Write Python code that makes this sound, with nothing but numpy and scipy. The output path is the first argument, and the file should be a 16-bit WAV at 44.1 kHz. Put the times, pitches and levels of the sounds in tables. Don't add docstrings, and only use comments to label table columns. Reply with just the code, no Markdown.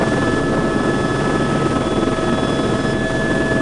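import sys
import numpy as np
from scipy.fft import rfft, irfft, next_fast_len
from scipy.io import wavfile
from scipy.ndimage import map_coordinates

SR = 44100
rng = np.random.default_rng(int(sys.argv[2]) if len(sys.argv) > 2 else 0)


def dump(signal):
    limited = np.clip(np.atleast_2d(signal).T, -1, 1)
    pcm = np.round(limited * 32767).astype(np.int16)
    wavfile.write(sys.argv[1], SR, pcm)


N = 159201

MAIN_RATIO, TAIL_RATIO, LOW_GEAR_RATIO = 88.0, 24.92, 2.6424


def amp(db):
    return 10 ** (np.asarray(db) / 20)


def along(points, hz):
    freqs, values = np.transpose(points)
    return np.interp(np.log(hz + 1), np.log(freqs + 1), values)


def curves(rows):
    times, *columns = np.transpose(rows)
    return [np.interp(np.arange(N) / SR, times, column) for column in columns]


def wobble(rate):
    points = rng.standard_normal(int(N * rate / SR) + 4)
    return map_coordinates(points, [np.arange(N) * rate / SR])


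def tone(hz, db, flutter_hz, shimmer_db, rate):
    turns = np.cumsum(hz + flutter_hz * wobble(rate)) / SR + rng.random()
    return np.sqrt(2) * amp(db + shimmer_db * wobble(rate)) * np.sin(2 * np.pi * turns)


def blade_angle(gear_hz):
    passes = np.cumsum(gear_hz / MAIN_RATIO) / SR
    return 2 * np.pi * (passes - .54)


def turbine(gear_hz):
    # f/Hz at average shaft speed, level/dB, pitch flutter/Hz, t/s of the swell, its lift/dB
    whines = [(2570, -53.5, 14, 2.4, 1.5), (3091, -57.5, 1, 1.3, 2), (3235, -54, 7, 2.6, 6),
              (3893, -56, 1.5, 2.7, 7), (3938, -61, 1, .3, 3), (4545, -61, 3, .9, 3),
              (8812, -65, 2, 1.5, 8)]
    speed, t = gear_hz / gear_hz.mean(), np.arange(N) / SR
    swell_s = .55
    out = np.zeros(N)
    for hz, db, flutter_hz, peak_s, lift_db in whines:
        swell = np.exp(-((t - peak_s) / swell_s) ** 2)
        out += tone(hz * speed, db + lift_db * swell, flutter_hz, shimmer_db=2.1, rate=50)
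    return out


def main_rotor(gear_hz):
    # multiple of the blade rate, level/dB
    harmonics = [(1, -36), (2, -44), (3, -44.5), (4, -48), (5, -47), (6, -37.5)]
    blade_hz = gear_hz / MAIN_RATIO
    return sum(tone(k * blade_hz, db, flutter_hz=.15, shimmer_db=2.5, rate=3.7) for k, db in harmonics)


def tail_rotor(gear_hz):
    # multiple of the blade rate, level/dB
    harmonics = [(1, -37.5), (2, -30.5), (3, -33), (4, -34.5), (5, -45), (6, -39.5)]
    # t/s, level change/dB
    overtone_levels = [(0, 0.5), (.7, -1), (1.55, 1.5), (1.8, -4.5), (2.1, -9), (2.3, 0.5), (3.6, 0)]
    overtone_db, = curves(overtone_levels)
    blade_hz = gear_hz / TAIL_RATIO
    return sum(tone(k * blade_hz, db + (k > 1) * overtone_db, flutter_hz=.301 * k, shimmer_db=1.5, rate=7)
               for k, db in harmonics)


def gearbox(gear_hz):
    # t/s, then level/dB for each of the five partials below
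    gear_levels = [(0,-31.5,-44,-30.5,-45.5,-60), (0.25,-32,-31.5,-27.5,-43.5,-50),
                   (0.6,-33.5,-32,-31,-49,-56), (0.95,-32,-32,-30.5,-41.5,-48.5),
                   (1.4,-35.5,-30.5,-31.5,-43.5,-51), (1.7,-35.5,-29.5,-36,-46,-57),
                   (1.95,-30,-32.5,-46,-37.5,-59), (2.15,-30,-30.5,-33.5,-42.5,-57),
                   (2.5,-29,-33,-34.5,-34.5,-45.5), (2.72,-30,-32,-37,-41,-49),
                   (2.925,-29.5,-38.5,-27.5,-39,-42.5), (2.945,-32.5,-43,-31.5,-40,-55),
                   (3.12,-27.5,-45,-27,-41.5,-60), (3.6,-26.5,-39.5,-24.5,-43.5,-55)]
    low_hz = gear_hz / LOW_GEAR_RATIO
    partials = [(low_hz, 1), (low_hz, 2), (gear_hz, 1), (gear_hz, 2), (gear_hz, 3)]  # f/Hz, multiple
    throb_db = .94 * np.cos(blade_angle(gear_hz))
    return sum(tone(k * hz, db + throb_db, flutter_hz=1.26 * k, shimmer_db=1.5, rate=45)
               for (hz, k), db in zip(partials, curves(gear_levels)))


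def cabin_lift_db(hz):
    # f/Hz, width/Hz, lift/dB
    resonances = [(167, 16, 3), (232, 22, 3), (287, 44, 3.5), (343.5, 27, 4.5), (420, 6.4, 1.5),
                  (455, 15, 2), (540, 15, 5), (1042, 33, 3.5)]
    return sum(db / (1 + (2 * (hz - centre) / width) ** 2) for centre, width, db in resonances)


def roar(gear_hz):
    # f/Hz, relative level/dB
    colour = [(15, -29), (48, -21), (80, -16.5), (105, -5), (150, -4), (188, -5.5), (220, -2), (345, -2.5),
              (450, -5), (620, -11), (800, -12), (930, -15.5), (1180, -15), (1400, -19.5), (1650, -19),
              (2100, -26), (3300, -26.5), (4100, -31.5), (5300, -31), (7500, -34.5), (9800, -34)]
    # centre f/Hz, then depth/dB for the blade swell, own flutter and churning
    bands = [(110, .4, .4, .3), (330, 1.5, .4, 1.0), (1000, 2.6, .3, 1.4), (2700, 1.8, .3, .6),
             (4300, .25, .45, .35)]
    # t/s, low-mid level/dB, mid level/dB, upper-mid level/dB
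    mid_levels = [(0, 4, 7.5, 1.1), (0.1, -3.2, 1.0, 0.4), (0.27, 1.9, 2.2, 1.2), (0.4, -2.2, 0.5, -2),
                  (0.56, 4, 0.8, -1.5), (0.7, -0.2, 2, -0.8), (0.95, 1.5, 0.2, 0.7), (1.08, -1, -0.3, -0.5),
                  (1.33, 2.5, 3, 2.1), (1.5, -0.2, 0.3, 1.7), (1.65, 1.4, 0.8, 1.7),
                  (1.83, -1.2, 1.5, -0.5), (1.96, 3, -1.0, 0.8), (2.15, -0.8, 0.0, 0.5),
                  (2.91, -0.7, 0.5, 0), (2.96, -0.3, -2.5, 0), (3.1, -1.5, -1.5, -0.8),
                  (3.6, 0.4, -0.3, -0.2)]
    # t/s, level/dB
    hiss_levels = [(0, -0.2), (.27, 0.3), (.6, -2.5), (1.35, 0), (2.0, -1.6), (2.925, -0.3), (2.945, -4),
                   (3.08, -1.2), (3.6, -1)]
    # t/s, factor
    beat_strength = [(0, 1.7), (.4, 0.84), (.7, 0.62), (1.3, 0.76), (1.75, 1.1), (2.3, 1.45), (2.6, .65),
                     (3.1, 0.46), (3.5, 1.1)]

    angle = blade_angle(gear_hz)
    beat, = curves(beat_strength)
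    flat_topped_wave = np.cos(angle) - .35 * np.cos(2 * angle)
    swell = flat_topped_wave * (beat + .42 * wobble(rate=20))
    churn = wobble(rate=110)

    size = next_fast_len(N + 8192)
    hz = np.fft.rfftfreq(size, 1 / SR)
    spectrum = rfft(rng.standard_normal(size)) * amp(along(colour, hz) + cabin_lift_db(hz))
    spectrum /= irfft(spectrum, size).std()

    centres = [band[0] for band in bands]
    levels = [0, *curves(mid_levels), *curves(hiss_levels)]
    out = np.zeros(N)
    for pick, level_db, (_, swell_db, flutter_db, churn_db) in zip(np.eye(len(bands)), levels, bands):
        band_filter = along(list(zip(centres, pick)), hz)
        band = irfft(spectrum * band_filter, size)[:N]
        out += band * amp(level_db + swell_db * swell + flutter_db * wobble(rate=14) + churn_db * churn)
    return amp(-19) * out


def scene():
    # t/s, f/Hz
    shaft_speed = [(0, 1725), (0.6, 1719), (1.3, 1716), (2.05, 1704), (2.5, 1705), (3.1, 1717.9),
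                   (3.6, 1718)]
    gear_hz, = curves(shaft_speed)
    mix = roar(gear_hz) + main_rotor(gear_hz) + tail_rotor(gear_hz) + gearbox(gear_hz) + turbine(gear_hz)
    return mix[None]


def record(dry):
    top_hz, fade_width_hz = 10080, 250
    size = next_fast_len(N + SR // 2)
    hz = np.fft.rfftfreq(size, 1 / SR)
    low_pass = np.clip((top_hz - hz) / fade_width_hz + .5, 0, 1)
    return irfft(rfft(dry, size) * low_pass, size)[..., :N]


dry = scene()
out = record(dry)
dump(out)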